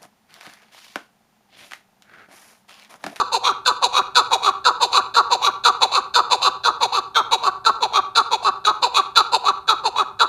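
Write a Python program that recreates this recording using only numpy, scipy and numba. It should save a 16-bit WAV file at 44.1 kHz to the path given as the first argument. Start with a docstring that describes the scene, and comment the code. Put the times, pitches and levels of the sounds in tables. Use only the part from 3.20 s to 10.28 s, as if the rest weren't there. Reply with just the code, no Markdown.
"""A partridge in a walled gravel yard repeats a three-syllable call about twice a second.
Uneven pulses of the syrinx excite a moving throat resonance, the pitch dropping a step within each note;
breath driven by the same pulses rasps and hisses through the windpipe resonances.
Near and far surfaces echo each note, feedback delays make the yard ring on, and a low outdoor murmur
of filtered noise with two faint wavering hums lies below."""
import sys
import numpy as np
from scipy import signal
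from scipy.fft import rfft, irfft, next_fast_len
from scipy.io import wavfile
from numba import njit

SR = 44100
rng = np.random.default_rng(int(sys.argv[2]) if len(sys.argv) > 2 else 0)


def wav_record(signal):
    """Record a signal, one row per channel, as 16-bit PCM in the file named by sys.argv[1]."""
    frames = np.transpose(np.atleast_2d(signal))
    bounded = np.clip(frames, -1, 1)
    # unit amplitude maps onto the largest positive 16-bit level
    quanta = np.round(bounded * 32767).astype(np.int16)
    wavfile.write(sys.argv[1], SR, quanta)


N = 312228
LEAD = 4096   # samples of room for sound before time zero


def partridge():
    """Superposition: the notes add in time, taking the three syllables in turn."""
    # Each row: start in seconds, length in seconds, voice level in dB and rasp level in dB before the
    # syllable's contour, first pitch in Hz before its bend.
    call_notes = [(-0.036, 0.064, -10, -23, 481.9), (0.125, 0.049, -13, -20, 480),
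                  (0.238, 0.084, -14, -20.5, 477), (0.455, 0.065, -10, -19.5, 481.2),
                  (0.622, 0.046, -12.5, -18, 498), (0.732, 0.082, -14, -19, 494),
                  (0.951, 0.064, -8, -18.5, 474.5), (1.113, 0.05, -12.5, -18.5, 484.4),
                  (1.227, 0.08, -14.5, -19.5, 408), (1.446, 0.064, -8, -20, 477.3),
                  (1.609, 0.05, -12.5, -19, 492), (1.723, 0.081, -13, -18, 488.6),
                  (1.945, 0.068, -8, -19, 461.5), (2.107, 0.051, -12.5, -21, 489),
                  (2.222, 0.078, -14, -17.5, 477.8), (2.441, 0.065, -7, -17.5, 463.3),
                  (2.613, 0.045, -11.5, -18, 486), (2.723, 0.078, -15, -18, 498),
                  (2.942, 0.068, -8, -18.5, 469.2), (3.107, 0.05, -13, -19.5, 506),
                  (3.221, 0.074, -14.5, -17, 495.7), (3.439, 0.068, -10, -21.5, 466),
                  (3.611, 0.049, -12.5, -19, 488), (3.726, 0.075, -15.5, -18.5, 458.4),
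                  (3.949, 0.064, -9, -20, 444.6), (4.116, 0.044, -13.5, -19, 475.5),
                  (4.234, 0.061, -13.5, -22, 417), (4.448, 0.06, -8.5, -20.5, 442.4),
                  (4.614, 0.048, -15, -23, 455.2), (4.732, 0.07, -13.5, -20, 422.6),
                  (4.954, 0.062, -8.5, -19, 445.4), (5.115, 0.044, -14, -20, 465),
                  (5.234, 0.068, -14, -21, 419), (5.447, 0.066, -9, -21.5, 410.8),
                  (5.624, 0.048, -13.5, -19, 489.4), (5.744, 0.067, -13.5, -16.5, 427),
                  (5.956, 0.062, -8.5, -17.5, 445.4), (6.125, 0.044, -12.5, -18.5, 470.7),
                  (6.247, 0.065, -13, -20, 424.7), (6.475, 0.067, -10.5, -22, 427),
                  (6.643, 0.044, -14, -21.5, 449.6), (6.762, 0.069, -14, -20.5, 423.7),
                  (6.994, 0.06, -8.5, -20.5, 448.3)]
    # Three syllables, each a contour. Each row: share of the note's length, voice level in dB, rasp level
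    # in dB, factor on the throat resonance, factor on the pitch, roughness (limited to 0-1).
    contours = [
        [(-.08, -37, -18.5, 1.4, 1.4, 0.68), (.08, -14, 0, 1.28, 1.14, 0.95), (.38, 2.25, 8, 1.04, 1.01, 0.19),
         (.8, -1, -4, 0.99, 1.14, 0.36), (1.05, -9.5, -25.5, 1.01, 0.72, 0.47),
         (1.25, -44, -45, 0.99, 1.21, 0.46)],
        [(-.2, -21, -24.5, 1, 1.24, 0.9), (.12, -1, -2.5, 0.99, 1.14, 0.44), (.48, 2.5, 5, 1, 0.93, 0.17),
         (.75, -3.5, -3.5, 0.91, 1.11, 0.27), (1.05, -9, -9.5, 0.54, 0.98, 0.35),
         (1.3, -90, -44, 0.56, 0.83, 0.37)],
        [(-.18, -29, -40, 0.61, 0.96, 0.86), (-.04, -6, -13, 0.72, 1.1, 0.95),
         (.1, -7.5, -2.5, 0.98, 1.12, 0.67), (.4, 0.5, 2, 1.06, 1.03, 0.53), (.65, 3.5, 0.5, 1.16, 1.004, 0.27),
         (.88, 0.6, -8.5, 0.96, 1.04, 0.34), (1.08, -14, -39, 1.44, 0.61, 0.3)],
    ]
    # Each row, one per syllable: throat resonance in Hz before its factor, last pitch in Hz before its bend,
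    # share of the note at mid-drop, fundamental level in dB, low rasp in dB against the rasp,
    # high hiss in dB against the rasp before its fade, swell in dB per note length.
    syllable_settings = [(1197.6, 380, .62, -30.5, -12.5, -11.5, 2), (927, 386, .7, -24, -10, -10, 1.5),
                         (1090, 378, .65, -31.5, -8.5, -10.5, 3.5)]
    out = np.zeros(LEAD + N + SR)
    for k, row in enumerate(call_notes):
        start, sound = note(row, syllable_settings[k % 3], contours[k % 3])
        at = LEAD + round(row[0] * SR) if start is None else LEAD + round(start * SR)
        out[at:at + len(sound)] += sound
    return out[:LEAD + N]


def note(row, setting, contour):
    """Source and filter: syrinx pulses feed throat and windpipe; returns the start time of the samples, lead-in
    included, and the samples."""
    start, length, voice_db, rasp_db, first_hz = row
    throat_hz, last_hz, drop, fundamental_db, low_db, hiss_db, swell_db = setting
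    columns = np.transpose(contour)
    share = np.arange(columns[0, 0], columns[0, -1], 1 / (length * SR))
    voice_shape, rasp_shape, opening, bend, rough = [
        np.interp(share, columns[0], column) for column in columns[1:]]
    rough = np.clip(rough, 0, 1)
    pitch = bend * np.interp(share, [drop - .09, drop + .09], [first_hz, last_hz])   # one step
    cycle, pulses, puffs, turbulence = syrinx(pitch, rough)

    voice = throat(pulses + .3 * rough * puffs, throat_hz * opening)
    voice = voice * from_db(voice_db + voice_shape + swell_db * (share - .5))
    # the fundamental is nearly a sine, flatter in level than the throat band and weak while the voice is rough
    fundamental = np.sin(2 * np.pi * cycle) * (1.3 - rough)
    fundamental = fundamental * from_db(fundamental_db + 0.3 * voice_shape)
    breath = rasping_breath(pulses, puffs, turbulence, low_db, hiss_db, start)
    breath = breath * from_db(rasp_db + rasp_shape + breath_flutter(len(share)))
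    return start + columns[0, 0] * length, voice + fundamental + breath


def syrinx(pitch, rough):
    """Self-oscillating valve: a pulse at each closure and a decaying puff of turbulence in each cycle."""
    chance = rng.standard_normal((128, 3))   # per cycle: timing, pulse strength, puff strength
    steady = np.cumsum(pitch) / SR + chance[0, 2] % 1
    index = steady.astype(int)
    jitter = .13 * rough * np.interp(steady, np.arange(128), chance[:, 0])   # in cycles
    cycle = np.maximum.accumulate(steady + jitter + 1)
    closures = np.diff(np.floor(cycle), prepend=np.floor(cycle[0]))
    # uneven closures, with every second one weaker when the voice is strained
    unevenness = .45 * rough * chance[index, 1]
    alternation = 1.2 * rough * (-1.) ** index
    pulses = rms_one(closures * (1 + unevenness + alternation))
    turbulence = rng.standard_normal(len(pitch))
    puffs = turbulence * np.exp(-1.5 * (cycle % 1))
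    puffs = rms_one(puffs * from_db(0.83 * chance[index, 2]))
    return cycle, pulses, puffs, turbulence


def throat(source, centre_hz):
    """Resonant filtering: a moving throat mode less the crop's fixed mode; rms 1."""
    # Crop below the throat: centre in Hz, width of each of two passes in Hz, level in dB.
    crop_mode = (776, 980, -15)
    # widths of 150 and 533 Hz give a sharp top and steep skirts
    voice = resonate(resonate(source, centre_hz, 150.0, SR), centre_hz, 533.0, SR)
    voice = voice - fixed_mode(source, *crop_mode)
    # the windpipe has a deep trough above the throat band
    return rms_one(signal.sosfilt(signal.butter(6, 1650, fs=SR, output="sos"), voice))


def rasping_breath(pulses, puffs, turbulence, low_db, hiss_db, start):
    """Turbulent excitation of tube modes: rasp, low rasp and high hiss from three groups of resonances."""
    # Windpipe resonances that colour the breath. 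Each row of the three tables: centre in Hz before the
    # stretch, width of each of two passes in Hz, relative level in dB before the note's own variation.
    low_rasp_modes = [(2330, 300, -5), (2560, 220, 0), (3000, 550, -7)]
    rasp_modes = [(3480, 300, -4), (3900, 260, 0), (4250, 340, -5), (4700, 550, -14)]
    hiss_modes = [(6150, 910, 2), (7018, 520, 2.5), (8700, 3630, -10), (10420, 1860, -18),
                  (13240, 3100, -15)]
    hiss_fade_db_per_s = .5   # the treble dulls as the call goes on
    stretch = 1 + .03 * rng.standard_normal()
    breath = pulses + .5 * puffs
    rasp = windpipe(breath, rasp_modes, stretch)
    low_rasp = from_db(low_db) * windpipe(breath, low_rasp_modes, stretch)
    hiss = windpipe(0.12 * pulses + 0.23 * puffs + turbulence, hiss_modes, stretch)
    return rasp + low_rasp + from_db(hiss_db - hiss_fade_db_per_s * start) * hiss


def breath_flutter(length):
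    """Amplitude modulation: the breath comes unevenly, its level in dB gliding between random gusts."""
    limit_db, gust_s = 4.0, 0.01097   # greatest deviation, time between gusts
    gusts = np.tanh(rng.standard_normal(128))
    return limit_db * np.interp(np.arange(length) / (gust_s * SR), np.arange(128), gusts)


def windpipe(breath, modes, stretch):
    """Sum of tube modes, shifted by the stretch of the neck and each note struck anew; rms 1."""
    strength_db = rng.normal(0, 1.12, len(modes))
    total = np.zeros(len(breath))
    for k, (hz, width_hz, level_db) in enumerate(modes):
        total += (-1) ** k * fixed_mode(breath, hz * stretch, width_hz, level_db + strength_db[k])
    return rms_one(total)


def fixed_mode(x, hz, width_hz, level_db):
    """Cascaded resonance at a fixed centre: two passes leave dark valleys between modes."""
    centre = np.full(len(x), float(hz))
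    once = resonate(x, centre, float(width_hz), SR)
    return from_db(level_db) * resonate(once, centre, float(width_hz), SR)


@njit
def resonate(x, hz, width_hz, sr):
    """Damped oscillator: a two-pole resonance of peak gain 1, its centre moving sample by sample."""
    r = np.exp(-np.pi * width_hz / sr)
    y = np.zeros(len(x))
    for i in range(2, len(x)):
        drive = (1 - r * r) / 2 * (x[i] - x[i - 2])
        y[i] = drive + 2 * r * np.cos(2 * np.pi * hz[i] / sr) * y[i - 1] - r * r * y[i - 2]
    return y


def yard(x):
    """Reflection and reverberation: echoes, then ten feedback delays that grow duller each round."""
    # Ground and near wall. Each row: delay in seconds, gain in dB.
    near_echoes = [(.00523, -13), (.008, -11)]
    # Far wall. Each row: delay in seconds, gain in dB before the wall's treble loss.
    far_echoes = [(.05, -26.5), (0.075, -28), (.09, -22.5)]
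    direct_db, tail_db = -3.5, -27.5
    t60_s, wall_cut_hz = 0.72, 2340   # decay time at the lowest frequencies, corner of the treble loss
    size = next_fast_len(len(x) + SR)
    hz = np.arange(size // 2 + 1) * SR / size

    def lag(s):
        """Pure delay: a phase falling linearly with frequency."""
        return np.exp(-2j * np.pi * hz * s)

    dull = 1 / (1 + 1j * hz / wall_cut_hz)
    near = 1 + sum(from_db(db) * lag(s) for s, db in near_echoes)
    far = sum(from_db(db) * lag(s) for s, db in far_echoes) * dull
    tail = 0
    for k, delay_s in enumerate(rng.uniform(.03, .075, 10)):
        loop = from_db(-60 * delay_s / t60_s) * lag(delay_s) * np.sqrt(dull)
        tail = tail + (-1) ** k * loop / (1 - loop)   # all rounds of one loop, summed
    response = near * (from_db(direct_db) + far + from_db(tail_db) * tail)
    return irfft(rfft(x, size) * response, size)[:len(x)]


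def air():
    """Spectral shaping of white noise: a steady low murmur, with two hums as narrow-band noise."""
    # Murmur spectrum. Each row: frequency in Hz, relative density in dB per Hz.
    murmur_spectrum = [(30, -7), (110, 7), (220, 2), (400, -12), (1500, -27)]
    # Wavering low hums. Each row: centre in Hz, width of each of two passes in Hz, rms level in dB.
    hum_bands = [(51.5, 32, -66), (115, 13.5, -64.5)]
    hz = np.arange(1, N // 2 + 2) * SR / N
    points = np.transpose(murmur_spectrum)
    colour = from_db(np.interp(np.log(hz), np.log(points[0]), points[1]))
    murmur = rms_one(irfft(rfft(rng.standard_normal(N)) * colour, N))
    white = rng.standard_normal(N)
    hums = sum(from_db(db) * rms_one(fixed_mode(white, hum_hz, width_hz, 0))
               for hum_hz, width_hz, db in hum_bands)
    return from_db(-58) * murmur + hums


def from_db(db):
    """Logarithmic level: decibels to amplitude gain."""
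    return 10 ** (np.asarray(db) / 20)


def rms_one(x):
    """Power normalisation: scale to rms 1."""
    return x / np.sqrt(np.mean(x ** 2) + 1e-20)


def scene():
    """Superposition of the bird in its yard and the air, as one channel."""
    return (yard(partridge())[LEAD:] + air())[None]


def record(dry):
    """Saturation and band limiting: the loudest peaks are rounded, the top is cut."""
    rounded = dry / (1 + (dry / .93) ** 4) ** (1 / 4)
    top_cut = signal.cheby2(16, 70, 14500, fs=SR, output="sos")   # 70 dB down from 14500 Hz
    return signal.sosfilt(top_cut, rounded)


dry = scene()
out = record(dry)
wav_record(out)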